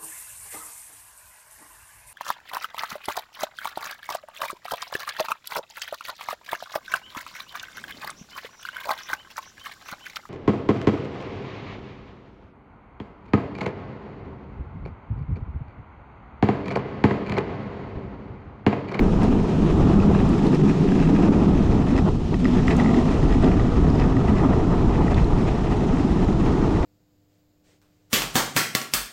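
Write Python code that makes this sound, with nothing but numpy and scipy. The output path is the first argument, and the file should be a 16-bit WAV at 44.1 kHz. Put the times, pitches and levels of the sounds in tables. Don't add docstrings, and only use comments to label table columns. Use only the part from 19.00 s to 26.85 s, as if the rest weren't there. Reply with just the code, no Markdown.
import sys
import numpy as np
from scipy import signal
from scipy.fft import rfft, irfft, next_fast_len
from scipy.io import wavfile
from scipy.ndimage import uniform_filter1d, minimum_filter1d, map_coordinates

SR = 44100
rng = np.random.default_rng(int(sys.argv[2]) if len(sys.argv) > 2 else 0)


def dump(signal):
    limited = np.clip(np.atleast_2d(signal).T, -1, 1)
    pcm = np.round(limited * 32767).astype(np.int16)
    wavfile.write(sys.argv[1], SR, pcm)


N = 346185


def amp(db):
    return 10 ** (np.asarray(db) / 20)


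def unit(x):
    return x / np.sqrt(np.mean(x ** 2) + 1e-20)


def curves(rows):
    s, *columns = np.transpose(rows)
    return [np.interp(np.arange(N) / SR, s, column) for column in columns]


def wobble(rate):
    knots = rng.standard_normal(int(N * rate / SR) + 4)
    return map_coordinates(knots, [np.arange(N) * rate / SR])


def swells(times, sizes_db, width_s):
    t = np.arange(0, N / SR, 0.001)
    bells = [db * np.exp(-0.5 * ((t - s) / width_s) ** 2) for s, db in zip(times, sizes_db)]
    return np.interp(np.arange(N) / SR, t, np.max(bells, axis=0))


def filtered(x, response):
    m = next_fast_len(N + SR // 2)
    return irfft(rfft(x, m) * response(np.fft.rfftfreq(m, 1 / SR)), m)[..., :N]


def slope(points):
    f, db = np.transpose(points)
    return lambda hz: amp(np.interp(np.log(hz + 1), np.log(f + 1), db))


def below(corner_hz):
    return lambda f: 1 / (1 + (f / corner_hz) ** 4)


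def band(low_hz, high_hz):
    return lambda f: below(high_hz)(f) * (1 - below(low_hz)(f))


def body(modes):
    def response(f):
        total = 0
        for k, (hz, width, db) in enumerate(modes):
            total = total + (-1) ** k * amp(db) * 1j * f * width / (hz * hz - f * f + 1j * f * width)
        return total
    return response


def ring(hz, db, t60, t):
    return amp(db - 60 * t / t60) * np.sin(2 * np.pi * hz * t) * (1 - np.exp(-t / 0.00039))


def patchy(depth_db):
    z = signal.stft(rng.standard_normal(N + SR), nperseg=512)[2]
    field = uniform_filter1d(rng.standard_normal(z.shape), size=8, axis=0)
    field = uniform_filter1d(field, size=8, axis=1)
    return signal.istft(z * amp(depth_db * unit(field)), nperseg=512)[1][:N]


def stones(rate, spread_db):
    chance, size, sign = rng.random(N), rng.exponential(1, N), rng.standard_normal(N)
    largest = 3
    jolts = np.clip(sign, -2, 2) * amp(spread_db * np.minimum(size, largest))
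    return unit((chance < rate / SR) * jolts)


# start_s, buffet_db
WIND_LEVEL = [(0, -21.5), (0.4, -23), (0.75, -20.5), (1.25, -18), (1.5, -33), (1.8, -29), (2.05, -26),
              (2.7, -19.5), (3.5, -20.5), (3.9, -23.5), (4.3, -17.5), (4.9, -17.5), (5.2, -18),
              (6.1, -18.5), (6.8, -21), (7.85, -21)]
# start_s, boost_db
WIND_THUD = [(0, 9), (0.4, 0.5), (1.3, -3), (1.6, 10), (1.9, 9), (2.2, 6), (2.75, 0), (3.3, -3.5),
             (4.1, 1.5), (4.5, -1.5), (7.85, 2)]
# pitch_hz, gain_db
WIND_COLOUR = [(5, -22.5), (20, -1.5), (60, -3), (120, -5.5), (250, -13.5), (500, -32.5), (1500, -48.5),
               (4000, -99.5)]
THUD_HZ = 45


def wind():
    buffet_db, = curves(WIND_LEVEL)
    thud_db, = curves(WIND_THUD)
    gusts = amp(0.66 * wobble(7.7))
    eddies = gusts * filtered(patchy(0.18), slope(WIND_COLOUR))
    deep = filtered(eddies, below(THUD_HZ))
    return amp(buffet_db) * (eddies - deep + amp(thud_db) * deep) / eddies.std()


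# start_s, level_db, pitch_hz, overtones_db, snap_db (before a common lift)
GRIT_TICKS = [(0.232, -41, 4170, 0, -15), (1.2903, -42, 5460, -4, -12), (1.4674, -31, 4120, -9, -30),
              (1.548, -29, 4646, -7, -32), (3.6714, -34, 3500, -7, -31), (3.7665, -35.5, 6460, -4, -14.5),
              (4.4244, -36, 3940, -5, -27), (4.439, -41, 5053, -6, -30), (4.9, -37, 4940, -12, -32),
              (4.9527, -38, 5000, -11, -30), (4.998, -42, 5080, -15, -26), (5.0344, -42, 5103, -17, -34),
              (6.144, -29.5, 3550, -13, -33), (6.2437, -37, 4070, -13, -26), (7.245, -37, 3985, -9, -27)]


def grit():
    out, t = np.zeros(N + SR), np.arange(SR // 50) / SR
    for s, db, hz, over_db, snap_db in GRIT_TICKS:
        crumble, crack = rng.standard_normal((2, len(t) + 1))
        snap = amp(snap_db + 16.0 - 60 * t / 0.038) * np.diff(crack)
        tick = ring(hz, 0, 0.0078 * amp(-0.7 * over_db), t)
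        tick += ring(1.32 * hz, over_db, 0.016, t) + ring(2.1 * hz, over_db, 0.013, t)
        smooth = uniform_filter1d(uniform_filter1d(crumble[1:], size=20), size=20)
        uneven = 1 + 0.82 * unit(smooth)
        out[round(s * SR):][:len(t)] += amp(db) * (tick * uneven + snap)
    return out[:N]


# start_s, level_db, bright_modes_db, rattle_db (chatter after it, before looseness scales it)
CLINK_HITS = [(0.232, -30.5, -18, 4.5), (0.484, -33, -23, 3), (1.001, -32, -13, -2), (1.022, -33, -17, 2),
              (1.085, -34, -21, -2), (1.149, -24, -24, 6), (1.19, -28, -18, 0.5), (1.379, -32, -25, 2),
              (1.53, -26, -22, 2), (1.684, -36, -21, 4), (1.712, -30, -22, -3), (1.919, -23, -25, 3),
              (2, -25, -18, 2), (2.035, -27, -25, 4), (2.074, -26, -20, -2), (2.164, -38, -16, 5.5),
              (2.231, -31, -17, 7), (2.337, -31, -18, 4), (2.885, -32.5, -12, 4), (2.9646, -35, -5, 0),
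              (2.978, -20, -19, 8), (2.986, -19.5, -23, 7), (3.342, -19.5, -20, 0), (3.444, -26, -10, -7),
              (3.454, -16, -26, -2), (3.5343, -28, -13, -2), (3.572, -32, -9, 3), (3.6802, -14, -24, 7),
              (3.71, -24, -12.5, 11), (3.7985, -16, -27, 4), (3.8452, -22, -27, -1), (3.86, -21, -31, -3),
              (3.881, -28, -24, -3), (3.8917, -22, -32, -2), (3.912, -24, -29, -6), (3.9434, -21, -22, -3),
              (3.987, -23, -24, -1), (4.228, -24.5, -24, -3), (4.325, -25, -16, 3), (4.443, -28, -10, 3),
              (4.5962, -22, -27, -2), (4.766, -33, -14, 3), (4.998, -28, -12, 7), (5.1675, -22, -27, 0),
              (5.283, -26, -28, 5), (5.383, -29, -15, 10), (5.435, -36, -11, -3), (6.08, -23, -26, -4),
              (6.11, -27, -20, 7), (6.178, -20, -23, 8), (6.478, -30, -17, 7), (6.721, -23, -24, 4)]
# pitch_hz, level_db, t60_s
TRUCK_MODES = [(1268, -3, 0.02), (1640, -14, 0.018), (1920, 0, 0.017), (2570, 10, 0.013), (3130, 9, 0.012),
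               (3900, 6, 0.012), (5050, 2, 0.025), (6340, -8, 0.02), (7400, -3, 0.016)]
# start_s, looseness_db
LOOSENESS = [(0, 4.5), (2.4, 5), (2.8, 1), (7.85, 1.5)]
MODE_LEANS = (1.5, -1.3, 1.3)
CLINK_LEANS = 2.2
BRIGHT_HZ = 2300
DETUNE = 0.014
CLACK_DB, CLACK_T60_S = 13, 0.012
CLACK_LOW_HZ, CLACK_HIGH_HZ = 1300, 3900


def clinks():
    out, cracks, t = np.zeros(N + SR), np.zeros(N + SR), np.arange(SR // 25) / SR
    loose_db, = curves(LOOSENESS)
    for s, db, bright_db, _ in CLINK_HITS:
        start = round(s * SR)
        scatter = rng.standard_normal((len(TRUCK_MODES), 2))
        lean_db = np.zeros(len(TRUCK_MODES))
        lean_db[1:4] = np.array(MODE_LEANS) * CLINK_LEANS * (loose_db[start] - loose_db.min())
        knock = np.zeros(len(t))
        for (hz, level, t60), (detune, uneven), lean in zip(TRUCK_MODES, scatter, lean_db):
            mode_db = level + lean + 0.67 * uneven + bright_db * (hz > BRIGHT_HZ)
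            knock += ring(hz * (1 + DETUNE * detune), mode_db, t60, t)
        skitter = amp(-60 * t / 0.014) * rng.standard_normal(len(t))
        rough = np.convolve(knock, skitter)[:len(t)]
        out[start:][:len(t)] += amp(db) * (0.85 * knock + 0.25 * rough / np.abs(rough).max())
        crack_db = db + bright_db + CLACK_DB - 60 * t / CLACK_T60_S
        cracks[start:][:len(t)] += amp(crack_db) * rng.standard_normal(len(t))
    return out[:N] + filtered(cracks[:N], band(CLACK_LOW_HZ, CLACK_HIGH_HZ))


# pitch_hz, gain_db
HISS_COLOUR = [(500, -32.5), (1500, 6), (3000, 10.5), (4200, 6.5), (4600, 3), (5100, 4.5), (7600, -1.5),
               (14800, -9.5)]


def road_hiss(coarse):
    grain = patchy(0.84) + 0.21 * stones(1400, 2.0)
    return filtered(grain * amp(0.82 * coarse), slope(HISS_COLOUR))


CHATTER_MODES = (-4.5, 5.5, -3)
CHATTER_LEANS = 0.65
TAP_BLUR = 3.5


def truck_chatter(coarse):
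    loose_db, = curves(LOOSENESS)
    taps = (stones(500, 4.2) + 0.92 * patchy(2.1)) * amp(1.6 * coarse)
    chatter = np.zeros(N)
    for k, ((hz, _, t60), db, lean) in enumerate(zip(TRUCK_MODES[1:4], CHATTER_MODES, MODE_LEANS)):
        width_hz = TAP_BLUR * np.log(1000) / np.pi / t60
        resonance = body([(hz, width_hz, 0)])
        rung = filtered(taps, lambda f: resonance(f) ** 2)
        chatter += (-1) ** k * amp(db + CHATTER_LEANS * lean * loose_db) * rung
    return chatter


# pitch_hz, width_hz, level_db
WHEEL_MODES = [(676, 180, 4.5), (945, 249, 2), (1235, 241, -1)]


def wheel_roar(texture, coarse):
    return filtered(texture * amp(0.96 * coarse), lambda f: body(WHEEL_MODES)(f) * below(2010)(f))


# pitch_hz, width_hz, level_db
DECK_UPPER_MODES = [(298, 121, -1.5), (414, 146, -2)]


def upper_drumming(texture, coarse):
    return filtered(texture * amp(0.87 * coarse), lambda f: body(DECK_UPPER_MODES)(f) * below(605)(f))


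# pitch_hz, width_hz, level_db
DECK_MODES = [(152, 34, -2), (202.3, 24.8, -0.5), (251.6, 31.7, -3.5)]
# start_s, lowest_mode_db and highest_mode_db (relative to the middle), highest_mode_hz
RIDER_STANCE = [(0, -8, -1, 248.1), (0.4, -3.5, -3, 249.6), (1.2, -2.5, -2, 237.6), (1.7, 2, -0.5, 256.5),
                (2.2, -5, -0.5, 292.3), (2.75, -5, 2.5, 259.3), (3.4, 4, 7, 248.9), (3.9, 2.5, 8.5, 239.3),
                (4.3, -2, 3.5, 261.8), (4.8, 0, 4.5, 260.5), (5.6, -3.5, 5, 257), (6.3, -3.5, -2.5, 250.3),
                (7.2, -4.5, 1.5, 275), (7.85, 0.5, 1, 280)]


def low_drumming(texture):
    lowest_db, highest_db, highest_hz = curves(RIDER_STANCE)
    modes = []
    for k, (mode, db) in enumerate(zip(DECK_MODES, (lowest_db, 0, highest_db))):
        modes.append((-1) ** k * amp(db) * filtered(texture, body([mode])))
    bend = np.exp(2j * np.pi * np.cumsum(highest_hz - DECK_MODES[-1][0]) / SR)
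    modes[-1] = (signal.hilbert(modes[-1], next_fast_len(N))[:N] * bend).real
    return filtered(sum(modes), band(114, 292))


PAINT_FROM_S, PAINT_TO_S = 3.12, 3.46
PAINT_ON_S, PAINT_OFF_S = 0.03, 0.055
TRUCK_CALMS_S = 3.02


def paint(from_s):
    t = np.arange(N) / SR
    return (np.tanh((t - from_s) / PAINT_ON_S) - np.tanh((t - PAINT_TO_S) / PAINT_OFF_S)) / 2


# start_s, drumming_db, roar_db, hiss_db
ROLL_LEVEL = [(0, -20, -31, -47), (0.45, -17, -33.5, -46), (1.1, -16.5, -29.5, -45), (1.5, -18, -32.5, -44),
              (2.0, -15, -33, -43.5), (2.25, -15, -30.5, -46), (2.7, -20.5, -32.5, -45.5),
              (3.1, -23.5, -34, -46.5), (3.24, -32.5, -31.5, -46), (3.45, -24.5, -34, -43.5),
              (3.8, -20.5, -30, -43), (4.25, -21, -31.5, -43.5), (4.7, -22, -31.5, -46),
              (5.5, -23, -30.5, -46.5), (6.2, -25.5, -32.5, -46.5), (6.8, -22, -32, -45),
              (7.35, -19, -31.5, -45), (7.85, -24, -29.5, -45)]
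# start_s (centre), swell_db (of the roar)
COARSE_SPOTS = [(0.033, 3.5), (0.235, 1.5), (2.8, 3), (3.077, 6.5), (3.338, 11.5), (3.445, 8.5), (3.488, 1),
                (3.584, 5.5), (3.739, 4), (4.444, 6.5), (4.478, 5), (4.857, 1.5), (5.4, 0), (5.438, 6),
                (5.522, 6), (5.739, 5), (5.908, 4), (6.004, 8), (6.212, 0), (6.478, 2), (7.638, 1.5),
                (7.703, 0)]
# drumming_db, roar_db, chatter_db, hiss_db
PAINT_CHANGE = (1.5, -10, -12, -3)
SPOT_S, SHAKE_S = 0.012, 0.014
DRUM_SWELL = 0.42
UPPER_DB, UPPER_FROM_ROAR, UPPER_SWELL = -24.5, 0.66, 1
CHATTER_DB, CHATTER_FROM_HISS, CHATTER_SWELL = -46, 0.63, 0.66
LOOSE_RATTLE = 0.058


def levels():
    drum, roar, hiss = curves(ROLL_LEVEL)
    loose_db, = curves(LOOSENESS)
    spots = swells(*np.transpose(COARSE_SPOTS), SPOT_S)
    clink_s, _, _, rattle_db = np.transpose(CLINK_HITS)
    shake = swells(clink_s + SHAKE_S / 2, rattle_db, SHAKE_S) * (1 + LOOSE_RATTLE * loose_db)
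    drum_paint, roar_paint, chatter_paint, hiss_paint = PAINT_CHANGE

    chatter = CHATTER_DB + CHATTER_FROM_HISS * (hiss - hiss.mean()) + CHATTER_SWELL * spots
    chatter += shake + chatter_paint * paint(TRUCK_CALMS_S)

    painted = paint(PAINT_FROM_S)
    drum = drum + drum_paint * painted
    roar = roar + roar_paint * painted
    hiss = hiss + hiss_paint * painted

    upper = UPPER_DB + (1 - UPPER_FROM_ROAR) * (drum - drum.mean())
    upper += UPPER_FROM_ROAR * (roar - roar.mean()) + UPPER_SWELL * spots
    return drum + DRUM_SWELL * spots, upper, roar + spots + 0.2 * shake, chatter, hiss + 0.33 * shake


def rolling():
    coarse = 0.6 * wobble(25) + 1.0 * wobble(70)
    texture = patchy(1.0) + 0.48 * stones(900, 3.0)
    layers = (low_drumming(texture), upper_drumming(texture, coarse), wheel_roar(texture, coarse),
              truck_chatter(coarse), road_hiss(coarse))
    return sum(amp(db) * unit(layer) for db, layer in zip(levels(), layers))


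def scene():
    return (wind() + grit() + clinks() + rolling())[None]


# pitch_hz, gain_db
MICROPHONE_TREBLE = [(7400, -0.5), (8200, -5.5), (9100, -4.5), (10200, -12), (12500, -16.5), (14900, -55)]
TOP_HZ = 14900


def record(dry):
    ceiling = 0.5
    needed = np.minimum(1, ceiling / (np.abs(dry) + 1e-9))
    gain = uniform_filter1d(minimum_filter1d(needed, size=441), size=221)
    return filtered(dry * gain, lambda hz: slope(MICROPHONE_TREBLE)(hz) * (hz < TOP_HZ))


dry = scene()
out = record(dry)
dump(out)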